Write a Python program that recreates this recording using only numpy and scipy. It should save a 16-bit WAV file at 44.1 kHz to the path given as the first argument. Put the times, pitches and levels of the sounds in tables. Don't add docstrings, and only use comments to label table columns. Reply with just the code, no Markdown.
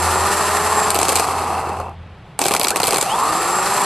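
import sys
import numpy as np
from scipy import signal
from scipy.fft import rfft, irfft, next_fast_len
from scipy.io import wavfile
from scipy.ndimage import uniform_filter1d, map_coordinates

SR = 44100
rng = np.random.default_rng(int(sys.argv[2]) if len(sys.argv) > 2 else 0)


def generate_wav(signal):
    frames = np.transpose(np.atleast_2d(signal))
    scaled = np.clip(frames, -1, 1) * 32767
    pcm = np.round(scaled).astype(np.int16)
    wavfile.write(sys.argv[1], SR, pcm)


N = 169785

# frequency in Hz, relative level in dB.
CRACK_COLOUR = [(700, -19.5), (2500, 1), (4700, -3), (5700, -6), (8300, 4.5), (10300, -0.5), (13000, -3.5)]

GRIND_PER_S, GRIND_RAD = 190, 1.05


def amp(db):
    return 10 ** (np.asarray(db) / 20)


def unit(x):
    return x / np.sqrt(np.mean(x ** 2) + 1e-20)


def along(points, hz):
    f, v = np.transpose(points)
    return np.interp(np.log(hz + 1), np.log(f + 1), v)


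def curve(rows):
    return np.interp(np.arange(N) / SR, *np.transpose(rows))


def wobble(rate):
    return map_coordinates(rng.standard_normal(N // 8), [np.arange(N) * rate / SR], mode="wrap")


def filtered(x, response):
    m = next_fast_len(N + SR // 2)
    spectrum = rfft(x, m) * response(np.fft.rfftfreq(m, 1 / SR))
    return irfft(spectrum, m)[..., :N]


def body(x, colour):
    size = 2048
    cepstrum = irfft(np.log(amp(along(colour, np.fft.rfftfreq(size, 1 / SR)))))
    cepstrum[1:size // 2] *= 2
    cepstrum[size // 2 + 1:] = 0
    h = irfft(np.exp(rfft(cepstrum)))
    return signal.fftconvolve(np.atleast_2d(x), h[None] / np.linalg.norm(h), axes=1)[:, :N]


def resonance(f, hz, width):
    return 1j * f * width / (hz * hz - f * f + 1j * f * width)


def tone(turns, order, rough, flutter_db, rate=60):
    phase = 2 * np.pi * order * turns + rough * wobble(rate)
    return np.sqrt(2) * np.sin(phase) * unit(amp(flutter_db * wobble(25.07)))


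def knocks(turns, count):
    gear_ratio = 4.25
    teeth = turns / gear_ratio * count
    at = np.flatnonzero(np.diff(np.floor(teeth)) > 0)
    pattern = rng.standard_normal(count)[teeth[at + 1].astype(int) % count]
    change = 1 + 0.57 * rng.standard_normal(N)[:len(at)]
    out = np.zeros(N)
    out[at] = pattern * change * np.sqrt(1 / np.gradient(teeth)[at])
    return unit(out)


def gears(speed, turns, load, powered):
    # time in seconds, gain in dB.
    whirr = [(0, -20.3), (.88, -19.5), (.95, -24.5), (1.25, -21.5), (1.5, -20.5), (1.72, -22.5), (1.9, -31),
             (1.98, -50), (2.38, -50.5), (2.41, -26), (2.8, -25.5), (3.26, -21), (3.85, -21)]
    # multiple of shaft speed, level in dB before speed scaling.
    shaft_orders = [(1, -21.5), (2, -9), (3, -14.5), (5, -9.5), (6, -19.5)]
    mesh_orders = [7.33, 7.85]
    # frequency in Hz, relative level in dB.
    housing = [(60, -40.5), (180, -9), (280, -12.5), (420, -3), (580, -7), (770, 1), (1000, 2), (1220, 2.5),
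               (1550, -11.5), (2200, -15), (3300, -27.5), (13000, -40)]
    # frequency in Hz, width of a stage in Hz, relative level in dB.
    case_modes = [(800, 180, 11), (2630, 170, 2)]
    mesh_db, pattern_db, rattle_db, case_db = 4, -3.5, -0.9, -12
    shaft_power, coast_hum = 2.4, .8
    soft_hz, hardness_power = 990, 0.64

    pace = speed / speed.max()
    rattle = unit(rng.standard_normal((2, N)) * amp(2.6 * wobble(500) + 1.8 * np.sin(2 * np.pi * turns)))
    mesh = sum(tone(turns, k, GRIND_RAD, flutter_db=4, rate=GRIND_PER_S) * amp(along(housing, k * speed))
               for k in mesh_orders)
    mesh = pace ** 0.96 * load ** 0.52 * mesh
    shaft = sum(amp(db) * tone(turns, round(k), rough=0.11 * k, flutter_db=.5) for k, db in shaft_orders)
    shaft = shaft * pace ** shaft_power * np.maximum(powered, coast_hum)

    def case_response(f):
        return sum(amp(db) * resonance(f, hz, width) ** 2 for hz, width, db in case_modes)

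    case = unit(filtered(rattle * amp(2 * wobble(40)), case_response))
    contacts = amp(rattle_db) * rattle + amp(pattern_db) * knocks(turns, count=128)
    hard = body(contacts, housing) + amp(mesh_db) * mesh
    soft = filtered(hard, lambda f: 1 / (1 + (f / soft_hz) ** 6))
    struck = soft + pace ** hardness_power * (hard - soft)
    return amp(curve(whirr)) * (struck + amp(case_db) * case + shaft)


def brushes(speed, turns, load, powered):
    # time in seconds, gain in dB.
    brush_gain = [(0, -25.5), (.88, -25), (.95, -30.5), (1.2, -25.5), (1.3, -31), (1.5, -35.5),
                  (1.8, -48.5), (1.97, -73.5), (2.38, -72), (2.41, -28.5), (2.74, -36.5), (2.9, -30.5),
                  (3.08, -30), (3.35, -27), (3.85, -26)]
    # frequency in Hz, relative level in dB.
    scrape_colour = [(300, -8.5), (1000, 7.5), (2300, 4), (3400, 1), (6400, -1.5), (8400, 4.5),
                     (11300, 0.5), (13000, -7.5)]
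    # frequency in Hz, relative level in dB.
    whine_colour = [(1700, 13), (2300, -1), (3150, 7), (3800, -10), (4600, 0), (6200, -9), (10500, -11),
                    (11200, 2), (12000, -14)]
    bars, whine_db = 29, -6
    squeal_hz, squeal_width_hz, squeal_db, squeal_flicker_db = 7564, 170, -4, 3
    holder_hz, holder_width_hz, holder_db = 1798, 250, -8
    coast_ring = 1.4

    pace = speed / speed.max()
    once_per_turn = (1 - pace) * 1.7 * np.sin(2 * np.pi * turns)
    grain_db = 1.3 * wobble(900) + 1.6 * wobble(70) + once_per_turn
    scrape = unit(rng.standard_normal((2, N)) * amp(grain_db))
    hiss = body(scrape, scrape_colour)
    hiss = hiss + (1 + coast_ring * (1 - pace) * (1 - powered)) * iron(hiss)
    whine = sum(share * tone(turns, k, GRIND_RAD, flutter_db=4.0, rate=GRIND_PER_S)
                * amp(along(whine_colour, k * speed))
                for k, share in [(bars, 1), (2 * bars, pace ** 2)])
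    whine = np.sqrt(load) * whine
    holder = unit(filtered(scrape, lambda f: resonance(f, holder_hz, holder_width_hz) ** 2))
    squeal = filtered(rng.standard_normal((2, N)), lambda f: resonance(f, squeal_hz, squeal_width_hz) ** 2)
    squeal = unit(squeal * amp(squeal_flicker_db * wobble(14)))
    resonant = amp(squeal_db) * squeal * np.maximum(powered, .5) + amp(holder_db) * powered * pace * holder
    return amp(curve(brush_gain)) * (hiss + amp(whine_db) * whine + pace * resonant)


def burst(colour, t60, attack):
    colour_scatter_db, length_scatter = 2.8, .22
    ring_db, ring_t60_s = -25, 0.091
    t = np.arange(SR // 8) / SR
    colour = [(hz, db + rng.normal(0, colour_scatter_db)) for hz, db in colour]
    decay = amp(-60 * t / (t60 * rng.lognormal(0, length_scatter))) + amp(ring_db - 60 * t / ring_t60_s)
    envelope = (1 - np.exp(-(t / attack) ** 2)) * decay
    return np.array([unit(x) for x in body(envelope * rng.standard_normal((2, len(t))), colour)])


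def chatter():
    # start in seconds, relative level of crack and clink in dB,
    # relative level of thud in dB.
    blows = [(0.903, -3, -35), (0.9442, -4, -16.5), (0.9525, -9, -14.5), (0.9604, -8.5, -15),
             (0.9879, -7, -11), (1.0141, -7.5, -16.5), (1.022, -16, -19.5), (1.029, -5, -12),
             (1.0515, -10, -23), (1.0826, -8, -12.5), (1.09, -5, -13), (1.0993, -12, -17),
             (1.1181, -12, -18), (1.1227, -9.5, -12), (1.155, -2.5, -20), (1.1613, -5, -13),
             (1.1701, -7, -23), (1.1958, -6.5, -11), (1.691, -30, -18), (1.7994, -44, -18),
             (1.893, -48, -35.5), (2.3899, -6, -13), (2.415, -4.5, -13), (2.4227, -13, -21),
             (2.438, -7, -20), (2.4549, -9, -9), (2.4633, -5.5, -18), (2.4817, -5, -15), (2.5083, -9, -10),
             (2.5166, -9, -17), (2.5368, -4.5, -12), (2.548, -8, -11.5), (2.563, -6, -22),
             (2.5958, -4.5, -16), (2.6124, -5, -14.5), (2.6314, -6, -37), (2.645, -4.5, -13),
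             (2.6527, -16, -27), (2.6689, -8.5, -15), (2.6827, -4, -36), (2.7044, -4.5, -17.5),
             (2.7586, -4.5, -13), (2.767, -9, -22), (2.8, -8, -9.5), (2.817, -13, -18), (2.831, -5.5, -12),
             (2.8386, -6, -14), (2.8576, -10, -22), (2.8692, -5, -26), (2.8798, -6.5, -12.5),
             (2.9069, -6, -16), (2.9227, -9, -13), (2.9302, -8.5, -10.5), (2.9423, -7, -15),
             (2.959, -8, -18), (2.9691, -7.5, -17), (2.9824, -6, -13), (3.0109, -4, -18),
             (3.0255, -6.5, -13)]
    # frequency in Hz, relative level in dB.
    thud_colour = [(50, -25), (130, -11), (250, -6), (400, 2), (560, -1), (760, 4), (1200, -1.5),
                   (1600, -13), (3000, -29.5)]
    crack_gain_db, crack_t60_s = -26, 0.011
    thud_gain_db, thud_t60_s = -18, 0.026
    clink_hz, clink_gain_db, clink_t60_s = 2305, -20, 0.046
    attack_s, rebound_s, rebound_db = 0.0013, 0.0085, -11

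    out = np.zeros((2, N + SR))
    for s, crack_db, thud_db in blows:
        rebound = (rebound_s * (.5 + rng.random()), rebound_db + rng.normal(0, 4.1))
        for delay, loss_db in [(0, 0), rebound]:
            crack = amp(crack_db + crack_gain_db) * burst(CRACK_COLOUR, crack_t60_s, attack_s)
            thud = amp(thud_db + thud_gain_db) * burst(thud_colour, thud_t60_s, attack_s)
            t = np.arange(crack.shape[1]) / SR
            clink = np.sin(2 * np.pi * clink_hz * rng.normal(1, 0.016) * t)
            clink = clink * amp(crack_db + clink_gain_db - 60 * t / clink_t60_s) * (1 - np.exp(-t / attack_s))
            out[:, round((s + delay) * SR):][:, :len(t)] += amp(loss_db) * (crack + thud + clink)
    return out[:, :N]


def sparks():
    # start in seconds, stop in seconds.
    sputter = [(.9, 1.21), (2.39, 2.71), (2.76, 3.04)]
    sparks_per_s, spark_db = 170, -35.5
    t = np.arange(N) / SR
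    arcing = sum((t > start) & (t < stop) for start, stop in sputter)
    ticks = unit((rng.random(N) < sparks_per_s / SR) * rng.uniform(-1, 1, N))
    return amp(spark_db) * body(ticks * arcing, CRACK_COLOUR)


def iron(x):
    # frequency in Hz, gain in dB.
    iron_modes = [(2560, -6), (4270, -1.5), (4850, -3), (6080, -5.5), (7650, -6), (9500, -19.5)]
    width_hz = 344
    return filtered(x, lambda f: sum(amp(db) * resonance(f, hz, width_hz) for hz, db in iron_modes))


def rock():
    centre_s, length_s, rock_hz, rock_db = 1.84, 0.084, 50.5, -34
    t = np.arange(N) / SR
    swell = np.exp(-((t - centre_s) / length_s) ** 2)
    return amp(rock_db) * swell * tone(t, rock_hz, rough=1, flutter_db=13)


def outdoors():
    # time in seconds, level in dB.
    drone_level = [(0, -29.5), (.85, -37), (1.15, -34.5), (1.75, -34), (2.05, -38), (2.5, -72)]
    # frequency in Hz, relative level in dB.
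    air_colour = [(15, -48), (25, -20), (90, -14), (165, -12.5), (263, -28.5), (750, -27), (3330, -38.5),
                  (13000, -79.5)]
    drone_hz, air_db = 84.2, -40.5
    drone = amp(curve(drone_level)) * tone(np.arange(N) / SR, drone_hz, rough=0.054, flutter_db=2.5)
    return drone + amp(air_db) * body(rng.standard_normal((2, N)), air_colour)


def scene():
    # time in seconds, speed in turns per second.
    first_run = [(0, 178), (.15, 188), (.3, 197), (.5, 206), (.88, 217)]
    coast_and_chatter = [(1.2, 154), (1.5, 115), (1.72, 64), (1.95, 7.7), (2.39, 7.4), (2.71, 44),
                         (2.755, 66.3), (3.04, 84)]
    second_run = [(3.1, 101), (3.16, 123), (3.25, 145), (3.33, 160), (3.5, 178), (3.7, 194), (3.85, 202)]
    # frequency in Hz, gain of the side signal in dB.
    side_gain = [(3000, -80), (4200, -10), (5200, -5)]
    full_load, idle_load = 570, .03

    speed = curve(first_run + coast_and_chatter + second_run)
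    turns = np.cumsum(speed) / SR
    gain = np.gradient(speed) * SR / full_load
    states = np.array([np.clip(gain, idle_load, 1), gain > 0])
    load, powered = uniform_filter1d(states, size=SR // 50)
    motor = gears(speed, turns, load, powered) + brushes(speed, turns, load, powered)
    hits = chatter() + sparks()
    mid, side = motor + hits + iron(hits) + rock() + outdoors()
    side = filtered(side, lambda hz: amp(along(side_gain, hz)))
    return np.array([mid + side, mid - side])


def record(dry):
    clip_level, top_hz = .82, 13130
    return filtered(np.clip(dry, -clip_level, clip_level), lambda hz: 1 / (1 + (hz / top_hz) ** 160))


dry = scene()
out = record(dry)
generate_wav(out)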